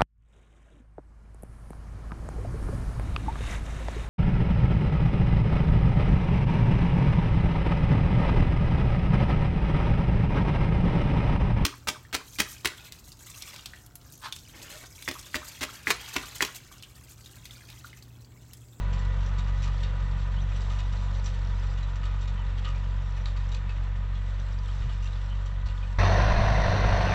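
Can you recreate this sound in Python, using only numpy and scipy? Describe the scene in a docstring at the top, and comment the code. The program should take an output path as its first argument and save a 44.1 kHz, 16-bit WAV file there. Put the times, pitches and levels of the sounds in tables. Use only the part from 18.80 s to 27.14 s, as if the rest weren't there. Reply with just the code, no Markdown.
"""Far off, a four-cylinder diesel tractor drags disc harrows away over a ploughed field. Its exhaust
drones, soil hisses along the discs, stones clank against them and dry bearings squeak.
From about six seconds on, a few gusts thump the microphone. Just after seven the scene cuts to the
tractor close by: the engine picks up and sags, clattering loudly under a booming bonnet,
and at the very end the radiator fan swells as the nose rolls past."""
import sys
import numpy as np
from scipy import signal
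from scipy.fft import rfft, irfft, next_fast_len
from scipy.io import wavfile
from scipy.ndimage import uniform_filter1d, map_coordinates

SR = 44100
rng = np.random.default_rng(int(sys.argv[2]) if len(sys.argv) > 2 else 0)


def inscribe(sig):
    """Save sig as 16-bit PCM at rate SR to the path in sys.argv[1].

    A 1-D sig is mono; a 2-D sig holds one channel per row.
    Samples are clipped to [-1, 1] before scaling.
    """
    pcm = np.round(np.clip(np.atleast_2d(sig).T, -1, 1) * 32767)
    wavfile.write(sys.argv[1], SR, pcm.astype(np.int16))


N = 367794
CLOSE_FROM_S = 7.185
START_M, SPEED_M_PER_S = 30.4, 1.66  # the distant tractor drives straight away


def amp(db):
    """Decibels to gain."""
    return 10 ** (np.asarray(db) / 20)


def unit(x):
    """x scaled to rms 1."""
    return x / np.sqrt(np.mean(x ** 2) + 1e-20)


def clock():
    """The time of each sample in seconds."""
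    return np.arange(N) / SR


def curves(rows):
    """One automation curve for each column after the time."""
    times, *columns = np.transpose(rows)
    return [np.interp(clock(), times, column) for column in columns]


def wobble(rate):
    """A smooth random curve, rate knots a second."""
    return map_coordinates(rng.standard_normal(int(N * rate / SR) + 4), [clock() * rate])


def filtered(x, response):
    """x through a gain given as a function of frequency."""
    size = next_fast_len(N + SR // 2)
    return irfft(rfft(x, size) * response(np.fft.rfftfreq(size, 1 / SR)), size)[:N]


def coloured(x, spectrum, rings=()):
    """x through a broad EQ with resonances standing on it, at rms 1."""
    hz, db = np.transpose(spectrum)
    broad = lambda f: np.interp(np.log(f + 1), np.log(hz), db)
    peaks = lambda f: sum(lift / (1 + (2 * (f - centre) / width) ** 2) for centre, width, lift in rings)
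    return unit(filtered(x, lambda f: amp(broad(f) + peaks(f))))


def patchy(x, depth_db, size=512):
    """x with random patches of gain in time and frequency."""
    bins = signal.stft(x, nperseg=size)[2]
    patches = uniform_filter1d(rng.standard_normal(bins.shape), size=5, axis=0)
    patches = uniform_filter1d(patches, size=7, axis=1)
    return signal.istft(bins * amp(depth_db * unit(patches)), nperseg=size)[1][:N]


def add(track, start_s, sound):
    """Mix a short sound into the track."""
    part = track[round(start_s * SR):][:len(sound)]
    part += sound[:len(part)]


def spreading_db(s):
    """The level falls as the distance grows."""
    return -20 * np.log10(1 + SPEED_M_PER_S * s / START_M)


def exhaust(firings, orders, firing_db, octave_db, upper_db, waver_db, rumble_db):
    """A drone at the firing rate and its octave; above it, higher tones in turbulent rumble."""
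    # Turbulence in the pipe. Each row: frequency in Hz, relative level in dB.
    rumble_eq = [(8, -16.5), (25, -5.5), (65, 9), (95, 1), (130, 5), (185, 0.5), (240, -12), (330, -21.5),
                 (800, -79.5)]
    # the silencer shifts the phase of the higher tones more
    tone = lambda k: np.sqrt(2) * np.cos(2 * np.pi * k * firings + k * k / 3)
    upper = unit(sum(amp(db + waver_db * (0.5 - db / 10) * wobble(14)) * tone(k) for k, db in orders))
    rumble = amp(rumble_db) * coloured(rng.standard_normal(N), rumble_eq)
    burn_db = 0.7 * wobble(35)  # no two firings are equally strong
    drone = amp(firing_db) * tone(1) + amp(octave_db) * tone(2)
    return amp(burn_db) * drone + amp(upper_db) * (upper + rumble)


def clatter(firings, repeat_share, knock_depth, throb_depth, scatter_db):
    """Pistons, valves and injectors knock four times a firing; part of the rattle repeats each cycle."""
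    # No two cylinders burn alike. Each entry: one cylinder's trim in dB, in firing order.
    cylinder_db = [0.77, -0.079, 0.11, -0.22]
    cycle = rng.standard_normal(3600)  # one engine cycle, four firings long
    looped = map_coordinates(cycle, [firings / 4 % 1 * len(cycle)], mode="grid-wrap")
    rattle = np.sqrt(repeat_share) * unit(looped) + np.sqrt(1 - repeat_share) * rng.standard_normal(N)
    knocks = firings * 4
    strength = amp(scatter_db * rng.standard_normal(2 ** 12))[knocks.astype(int)]
    blows = 1 + knock_depth * strength * np.exp(-np.pi * (knocks % 1))
    throb = 1 + throb_depth * np.sin(2 * np.pi * firings)  # knocks nearest combustion hit hardest
    return rattle * blows * throb * amp(cylinder_db)[firings.astype(int) % 4]


def gears(firings, meshes, waver_db, backlash):
    """Gear teeth whine in step with the engine; their play unsettles the tones."""
    tone = lambda k: np.sqrt(2) * np.sin(2 * np.pi * k * firings + backlash * wobble(25))
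    return sum(amp(db + waver_db * wobble(8)) * tone(k) for k, db in meshes)


def far_tractor(governed_hz=46.65, hunt_hz=.33, ground_hz=450, ground_dip=0.35):
    """From behind and far off, the exhaust drone outweighs the clatter, which drifts in the breeze."""
    # Upper exhaust tones and gear tones. Each row: multiple of the firing rate, relative level in dB.
    orders = [(3, -14), (3.5, -34), (4, -22), (5, -35), (5.6, -39), (6, -42)]
    meshes = [(11, -20), (11.85, -19), (12.6, -25), (17.75, -22), (20, -20), (21.15, -11), (21.9, -21),
              (25, -19), (26.6, -17), (31.5, -21), (38.5, -22), (42, -20)]
    # The clatter from behind. Each row: frequency in Hz, relative level in dB.
    rear_eq = [(150, -8.5), (300, -8.5), (420, 1), (520, 1), (760, -2), (1100, -4), (1200, -4), (1650, -6),
               (1950, -9), (2150, -6.5), (3600, -10.5), (5000, -23.5), (7700, -27), (8200, -41),
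               (12000, -61), (14000, -85)]
    # Ringing panels and castings. Each row: centre in Hz, width in Hz, boost in dB.
    rear_rings = [(518, 14, 4), (680, 14, 2), (834, 26, 1.5), (966, 110, 5), (1223, 140, 6), (1473, 140, 6),
                  (1810, 130, 9), (1958, 50, 7)]
    # The fader on the gear whine. Each row: time in seconds, gain in dB.
    whine_fader = [(0, 2), (1.0, 2), (1.6, -2), (3.0, -2), (4.1, 1.5), (4.7, -4.5), (6.0, -3.5), (6.9, 1.5)]
    t = clock()
    firings = np.cumsum(governed_hz + hunt_hz * wobble(3.2)) / SR  # the governor hunts
    driven_m = SPEED_M_PER_S * t
    upper_db = -41.5 - 0.2845 * driven_m  # soft ground takes its share on top of spreading
    clatter_db = -47 - 0.05 * driven_m
    drone = exhaust(firings, orders, firing_db=-26.5, octave_db=-33.5, upper_db=upper_db,
                    waver_db=.5, rumble_db=-0.5)
    knocking = clatter(firings, repeat_share=.28, knock_depth=.45, throb_depth=.14, scatter_db=3)
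    rattle = coloured(patchy(knocking, depth_db=0.75, size=2048), rear_eq, rear_rings)
    # the ground swallows the low mids as the distance grows
    low_mids = filtered(rattle, lambda hz: np.exp(-(2 * np.log((hz + 1) / ground_hz)) ** 2))
    rattle -= np.linspace(0, ground_dip, N) * low_mids
    whine = amp(curves(whine_fader)[0]) * gears(firings, meshes, waver_db=3, backlash=0.9)
    breeze_db = 0.37 * wobble(10)
    return amp(spreading_db(t)) * (drone + amp(clatter_db + breeze_db) * (rattle + whine))


def soil(grits_per_s=80, grit_db=-3, grit_decay_s=0.0032, bite_db=2, crumble_db=1.6, trim_db=3.5):
    """Crumbling earth hisses along the discs, swelling as they bite into clods, with ticks of grit."""
    # The fader on the discs' cut. Each row: time in seconds, gain in dB.
    fader = [(0.0, -63), (1.79, -62.5), (1.95, -60.5), (5.28, -68.5), (5.77, -65), (6.01, -62.5),
             (6.91, -67.5), (7.15, -66)]
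    # Soil on steel. Each row: frequency in Hz, relative level in dB.
    scrape_eq = [(900, -15.5), (2500, 0), (3700, 8), (5000, -0.5), (5900, 3.5), (6600, -8), (7600, -1),
                 (8250, -18), (8900, -15.5), (9500, -19), (10200, -18), (12500, -43.5), (14000, -70)]
    level_db = curves(fader)[0] + trim_db + bite_db * wobble(5) + crumble_db * wobble(32)
    ticks = (rng.random(N) < grits_per_s / SR) * amp(4.9 * np.minimum(rng.exponential(size=N), 2))
    bursts = signal.lfilter([1], [1, -np.exp(-1 / (grit_decay_s * SR))], ticks)
    grit = unit(patchy(bursts * rng.standard_normal(N), depth_db=6, size=256))
    hiss = patchy(rng.standard_normal(N), depth_db=2.3)
    return amp(level_db) * coloured(hiss + amp(grit_db) * grit, scrape_eq)


def pebbles(count=96, per_s=9, deep_db=-18.5, bright_db=-13.5, clink_hz=3100):
    """Small stones met at random, fading with distance, as rows like those of the large stones."""
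    times = np.cumsum(rng.uniform(0, 2, count)) / per_s
    levels = -45 + spreading_db(times) + 2 * rng.standard_normal(count)
    pitches = clink_hz * np.exp(.15 * rng.standard_normal(count))
    return [(s, db, deep_db, bright_db, hz, db - 14, hardness)
            for s, db, hz, hardness in zip(times, levels, pitches, rng.random(count)) if s < CLOSE_FROM_S]


def steel_tones(hz, t):
    """One sine per mode, roughened by the grinding contact, the high ones most."""
    drift = np.cumsum(rng.standard_normal((len(hz), len(t))), axis=1) * np.sqrt(hz) / 7000
    return np.sin(2 * np.pi * (hz * t + drift + rng.random(hz.shape)))


def clack(t, deep_db, bright_db, clink_hz, hardness, snap_s=0.002, grind_db=4.5):
    """Stone on steel: a square blow snaps and is gone, a glancing one swells and scrapes on."""
    hz = np.fft.rfftfreq(len(t), 1 / SR)
    hardness = min(hardness, .95)
    low_db, high_db = deep_db / 2, bright_db / 2
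    eq_db = np.interp(hz, [400, 1200, 2700, 4000, 5200, 7700, 9000],
                      [-25, low_db + 3, 0, 0, high_db + 1, high_db, high_db - 9])
    eq_db += 4 * np.exp(-(np.log((hz + 1) / clink_hz) / .17) ** 2)  # a bump at the clink's pitch
    noise = unit(irfft(rfft(rng.standard_normal(len(t))) * amp(eq_db), len(t)))
    grinding = amp(grind_db * unit(uniform_filter1d(rng.standard_normal(len(t)), size=160)))
    rise_s, t60 = 0.0061 * (1 - hardness) ** 3, 0.28 / (1 + hardness)
    scrape = (1 - np.exp(-t / rise_s)) * amp(-60 * t / t60)
    snap = hardness * np.exp(-t / snap_s)
    return noise * (grinding * scrape + snap)


def stones(ring_db=-22.5, clack_db=-16, clink_t60_s=.125):
    """Each stone clacks against a disc, rings it and grinds past; the soil damps the ring quickly."""
    # Large stones. Each row: start in seconds, gain of ring and clack in dB, deep and bright tone
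    # controls in dB, clink pitch in Hz, clink gain in dB, hardness of the blow from 0 to 1.
    large_stones = [(0.13, -36.5, -8, -9, 2860, -51, 0.5), (0.191, -47, -18, 2, 4340, -55, .5),
                    (0.4624, -40, -18, -4, 5650, -54, .7), (0.5828, -33.5, -9, -9, 3750, -48, 0.2),
                    (0.8286, -38, -16, -5, 5850, -52, .6), (0.8384, -34, -17, -6, 2480, -51, .5),
                    (0.8692, -39, 2.5, -14, 2930, -53, .45), (1.0329, -30.5, -17, -13, 3670, -44, 1),
                    (1.7185, -41, -10, -36, 2500, -48, .6), (1.806, -41, -15, -9, 3830, -54, .55),
                    (1.8993, -33, -9.5, -14, 3180, -54, .1), (1.9888, -33.5, -17, -10, 3750, -44.5, 0.7),
                    (2.125, -39, -18, -9, 2980, -52, .3), (2.4429, -40.5, -20, 4, 5950, -54, .8),
                    (2.4604, -35, -14, -1, 3970, -50, .6), (2.832, -44, -15, -7, 2500, -53, .3),
                    (2.899, -52, -20, -9, 4900, -55, .6), (2.975, -36.5, -16, -19, 2850, -49, .35),
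                    (3.03, -42, -19, -8, 3950, -46, .7), (3.1567, -40, -12, -7, 2850, -57, .5),
                    (3.2324, -35.5, -4, -19, 2910, -51, 0.2), (3.254, -38, -11, -12, 3790, -51, .8),
                    (3.4141, -35.5, -19, -8, 3670, -52, .4), (3.476, -36, -12, -9, 3820, -54, 0.3),
                    (3.778, -40, -19, -15, 3220, -50, .6), (3.8475, -30.5, -6, -27, 3030, -42.5, .6),
                    (3.8738, -34.5, -4, -12, 2880, -48, .05), (3.9469, -40, -11, -20, 2400, -48, .2),
                    (4.3705, -42, -10, -19, 2540, -54, .65), (4.4572, -34, -13, -17, 3860, -48, .9),
                    (4.564, -36, -7.5, -17, 2530, -53, 0.2), (4.689, -45, -16, -8, 5860, -60, .6),
                    (4.718, -36, -22, -8, 3850, -46, 0.8), (4.7437, -36.5, -17, -9, 4040, -50, .3),
                    (4.8935, -36.5, -11, -22, 2580, -44, 0.7), (5.354, -44, -11, -20, 3380, -51, 0.8),
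                    (6.0194, -39, -6, -9, 2820, -56, 0.2), (6.0926, -35.5, -9, -25, 3180, -52, 0.3),
                    (6.1244, -46, -12, -24, 2820, -52, .5), (6.225, -41, -18, -4, 2790, -52, .05),
                    (6.2565, -42, -15, -1, 2780, -46, 0.3), (6.6578, -39, -8, -8, 3190, -60, 0.4),
                    (6.858, -37.5, -14, -12, 4080, -55, .1), (6.887, -38, -13, -25, 2820, -51, .3),
                    (7.0289, -41.5, -9, -29, 2510, -48, .55)]
    # A harrow disc's modes. Each row: frequency in Hz, relative level in dB, t60 in seconds.
    disc_modes = [(1180, 6.5, 0.28), (1244, 8, 0.25), (1350, -3.5, 0.12), (1914, 2.5, 0.2),
                  (2120, -5.5, 0.3), (2480, 0.5, 0.28), (2886, 2.5, 0.25), (3180, -0.5, 0.15),
                  (3550, -3, 0.24), (3770, 1, 0.18), (4500, 0, 0.18), (5470, 5, 0.093), (5940, 7, 0.12),
                  (7290, 6, 0.1)]
    # Treble lost across the field. 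Each row: frequency in Hz, gain in dB.
    air_eq = [(5000, 0.5), (7700, -2), (8300, -12.5), (10300, -14.5), (12500, -33), (14000, -55.5)]
    track, t = np.zeros(N), np.arange(SR // 3) / SR
    disc_hz, mode_db, t60 = np.transpose(disc_modes)[:, :, None]
    for start_s, db, deep_db, bright_db, clink_hz, clink_db, hardness in [*large_stones, *pebbles()]:
        hz = disc_hz * np.exp(.008 * rng.standard_normal(disc_hz.shape))  # no two discs ring alike
        # heavy stones stir the low modes, sharp ones the high; the point of contact adds its own clink
        eq_db = np.interp(hz, [1400, 2200, 4520, 5830], [deep_db + 7, 0, 0, bright_db + 3])
        envelopes = amp(mode_db + eq_db + rng.normal(0, 2, hz.shape) - 60 * t / t60)
        ring = amp(db + ring_db) * np.sum(envelopes * steel_tones(hz, t), axis=0)
        clink = amp(clink_db - 60 * t / clink_t60_s) * steel_tones(np.array([[clink_hz]]), t)[0]
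        blow = amp(db + clack_db) * clack(t, deep_db, bright_db, clink_hz, hardness)
        add(track, start_s, ring + clink + blow)
    return filtered(track, lambda hz: amp(np.interp(hz, *np.transpose(air_eq))))


def squeaks(jitter_hz=110):
    """A dry bearing sticks and slips in short, hoarse glides."""
    # Bearing slips. Each row: start and length in seconds, first and last pitch in Hz, level in dB.
    slips = [(1.555, 0.068, 2650, 3750, -52), (1.612, 0.022, 5960, 5960, -56),
             (2.453, 0.02, 5770, 5930, -44), (3.563, 0.073, 3120, 2910, -54),
             (5.881, 0.035, 3110, 3230, -53), (6.492, 0.058, 2990, 3040, -53),
             (7.221, 0.051, 4360, 4220, -46)]
    track = np.zeros(N)
    for start_s, length_s, from_hz, to_hz, db in slips:
        progress = np.linspace(0, 1, int(length_s * SR))
        hz = from_hz + (to_hz - from_hz) * progress + jitter_hz * wobble(800)[:len(progress)]
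        envelope = amp(db) * np.sqrt(2) * np.sin(np.pi * progress ** 0.98)
        add(track, start_s, envelope * np.sin(2 * np.pi * np.cumsum(hz) / SR))
    return track


def wind():
    """Each short gust sheds an eddy that shoves the microphone, wrapped in buffeting."""
    # Gusts. Each row: centre and half-width in seconds, eddy pitch in Hz, level in dB,
    # buffeting in dB against the eddy.
    gusts = [(6.019, 0.016, 41, -24, -6.5), (6.067, 0.011, 114, -24.5, -1.5),
             (6.874, 0.053, 60, -28.5, -13), (7.567, 0.1, 23, -24, -10), (7.872, 0.04, 19, -24.5, -10),
             (8.102, 0.049, 24, -28, -0.5)]
    # The buffeting. Each row: frequency in Hz, relative level in dB.
    buffet_eq = [(10, -14.5), (25, -7), (90, 7), (140, -8.5), (240, -21), (400, -37), (1000, -91)]
    track, t = np.zeros(N), clock()
    buffet = coloured(rng.standard_normal(N), buffet_eq)
    for centre_s, width_s, hz, db, buffet_db in gusts:
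        swell = amp(db) * np.exp(-((t - centre_s) / width_s) ** 2)
        eddy = np.sin(2 * np.pi * hz * (t - centre_s))
        track += swell * (eddy + amp(buffet_db) * buffet)
    return track


def bonnet(knocking, rate_hz, firings, order=14, resonance_hz=674, width_hz=30):
    """The bonnet booms with the knocks; one engine order sings as it crosses the sharpest resonance."""
    # The broad panel resonance. Each row: frequency in Hz, relative level in dB.
    panel_eq = [(350, -45), (560, -11), (675, 3), (780, -8), (1200, -40.5), (4000, -110)]
    # The fader on the bonnet's roar. Each row: time in seconds, gain in dB.
    fader = [(7.19, -1), (7.28, 1), (7.335, 5), (7.4, 0), (7.55, 1), (7.68, 3), (7.76, 2), (7.82, -2),
             (7.9, -.5), (8.0, -1), (8.34, -.5)]
    boom = amp(-36 + wobble(9.4)) * coloured(knocking, panel_eq)
    response = 1 / np.sqrt(1 + (2 * (order * rate_hz - resonance_hz) / width_hz) ** 2)
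    hum_gain = np.sqrt(2) * amp(-35.5 + 2 * wobble(20)) * response
    hum = hum_gain * np.sin(2 * np.pi * order * firings + .35 * wobble(60))
    return amp(curves(fader)[0]) * (boom + hum)


def fan(level_db, rise_from_s=8.1, rise_db_per_s=14):
    """Air rushes through the radiator, louder as it comes abreast."""
    # The rush of air. Each row: frequency in Hz, relative level in dB.
    rush_eq = [(500, -27), (1900, -8.5), (2600, 2), (3200, -5.5), (4300, -20), (6200, -26), (7300, -28),
               (11000, -42), (14500, -47)]
    rise_db = rise_db_per_s * np.maximum(clock() - rise_from_s, 0)
    return amp(level_db + rise_db) * coloured(patchy(rng.standard_normal(N), depth_db=3), rush_eq)


def near_tractor(pull_s=0.23):
    """Beside the bonnet, the block and its panels ring with every knock over the exhaust and fan."""
    # The engine picks up, then sags. Each row: time in seconds, firing rate in Hz.
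    revs = [(7.2, 45.9), (7.35, 48.3), (7.45, 50.2), (7.6, 50.7), (7.75, 49.8), (7.95, 49.0), (8.34, 48.15)]
    # The drone swells and dips. Each row: time in seconds, firing tone in dB, its octave in dB.
    drone_faders = [(7.2, -21.5, -21.5), (7.3, -24.5, -23), (7.47, -21.5, -27.5), (7.62, -26.5, -27.5),
                    (7.81, -21.5, -30), (7.87, -30, -30.5), (7.95, -34, -25.5), (8.04, -22, -29.5),
                    (8.2, -27.5, -28), (8.34, -28, -26.5)]
    # Upper exhaust tones and gear tones. Each row: multiple of the firing rate, relative level in dB.
    orders = [(2.5, -30), (3, -18), (3.5, -20), (4, -16)]
    meshes = [(12, -17), (32.5, -21), (42.1, -18)]
    # The clatter from the side. Each row: frequency in Hz, relative level in dB.
    flank_eq = [(150, -3.5), (300, -8), (420, -2.5), (520, -2), (700, -4.5), (1060, -1.5), (1320, -7),
                (1600, -2), (2100, -7.5), (2450, -15), (3300, -20), (4300, -21.5), (6200, -26),
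                (7200, -44.5), (14000, -63)]
    # Ringing panels and castings. Each row: centre in Hz, width in Hz, boost in dB.
    flank_rings = [(1030, 100, 5.4), (1760, 79, 2.9), (1980, 64, 1.5), (2720, 70, 3.5), (3650, 170, 10.2),
                   (4200, 550, 9.2), (5890, 680, 7.3), (8640, 1100, 9.8)]
    rate_hz, = curves(revs)
    firings = np.cumsum(rate_hz) / SR
    pull = np.exp(-((clock() - CLOSE_FROM_S) / pull_s) ** 2)  # it works harder while picking up
    drone = exhaust(firings, orders, *curves(drone_faders), upper_db=-38 + pull,
                    waver_db=0, rumble_db=6.5)
    knocking = clatter(firings, repeat_share=.6, knock_depth=1, throb_depth=.15, scatter_db=2)
    # the colour shifts as panels and wheels move past
    block = coloured(patchy(knocking, depth_db=1.66, size=2048), flank_eq, flank_rings)
    whine = gears(firings, meshes, waver_db=4.5, backlash=0.28)
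    machinery = amp(-31 + 2.5 * pull) * (block + whine)
    return drone + machinery + bonnet(knocking, rate_hz, firings) + fan(level_db=-45.5 + 2.5 * pull)


def scene():
    """The distant harrowing cuts to the tractor close by; gusts and squeaks run across the cut."""
    close = np.clip((clock() - CLOSE_FROM_S) / .002, 0, 1)
    far = 1 - close
    tractor = far * far_tractor() + close * near_tractor()
    return (tractor + wind() + squeaks() + far * (soil() + stones()))[None]


def record(dry):
    """A brick-wall low-pass takes off the very top."""
    return filtered(dry[0], lambda hz: hz < 14900)[None]


dry = scene()
out = record(dry)
inscribe(out)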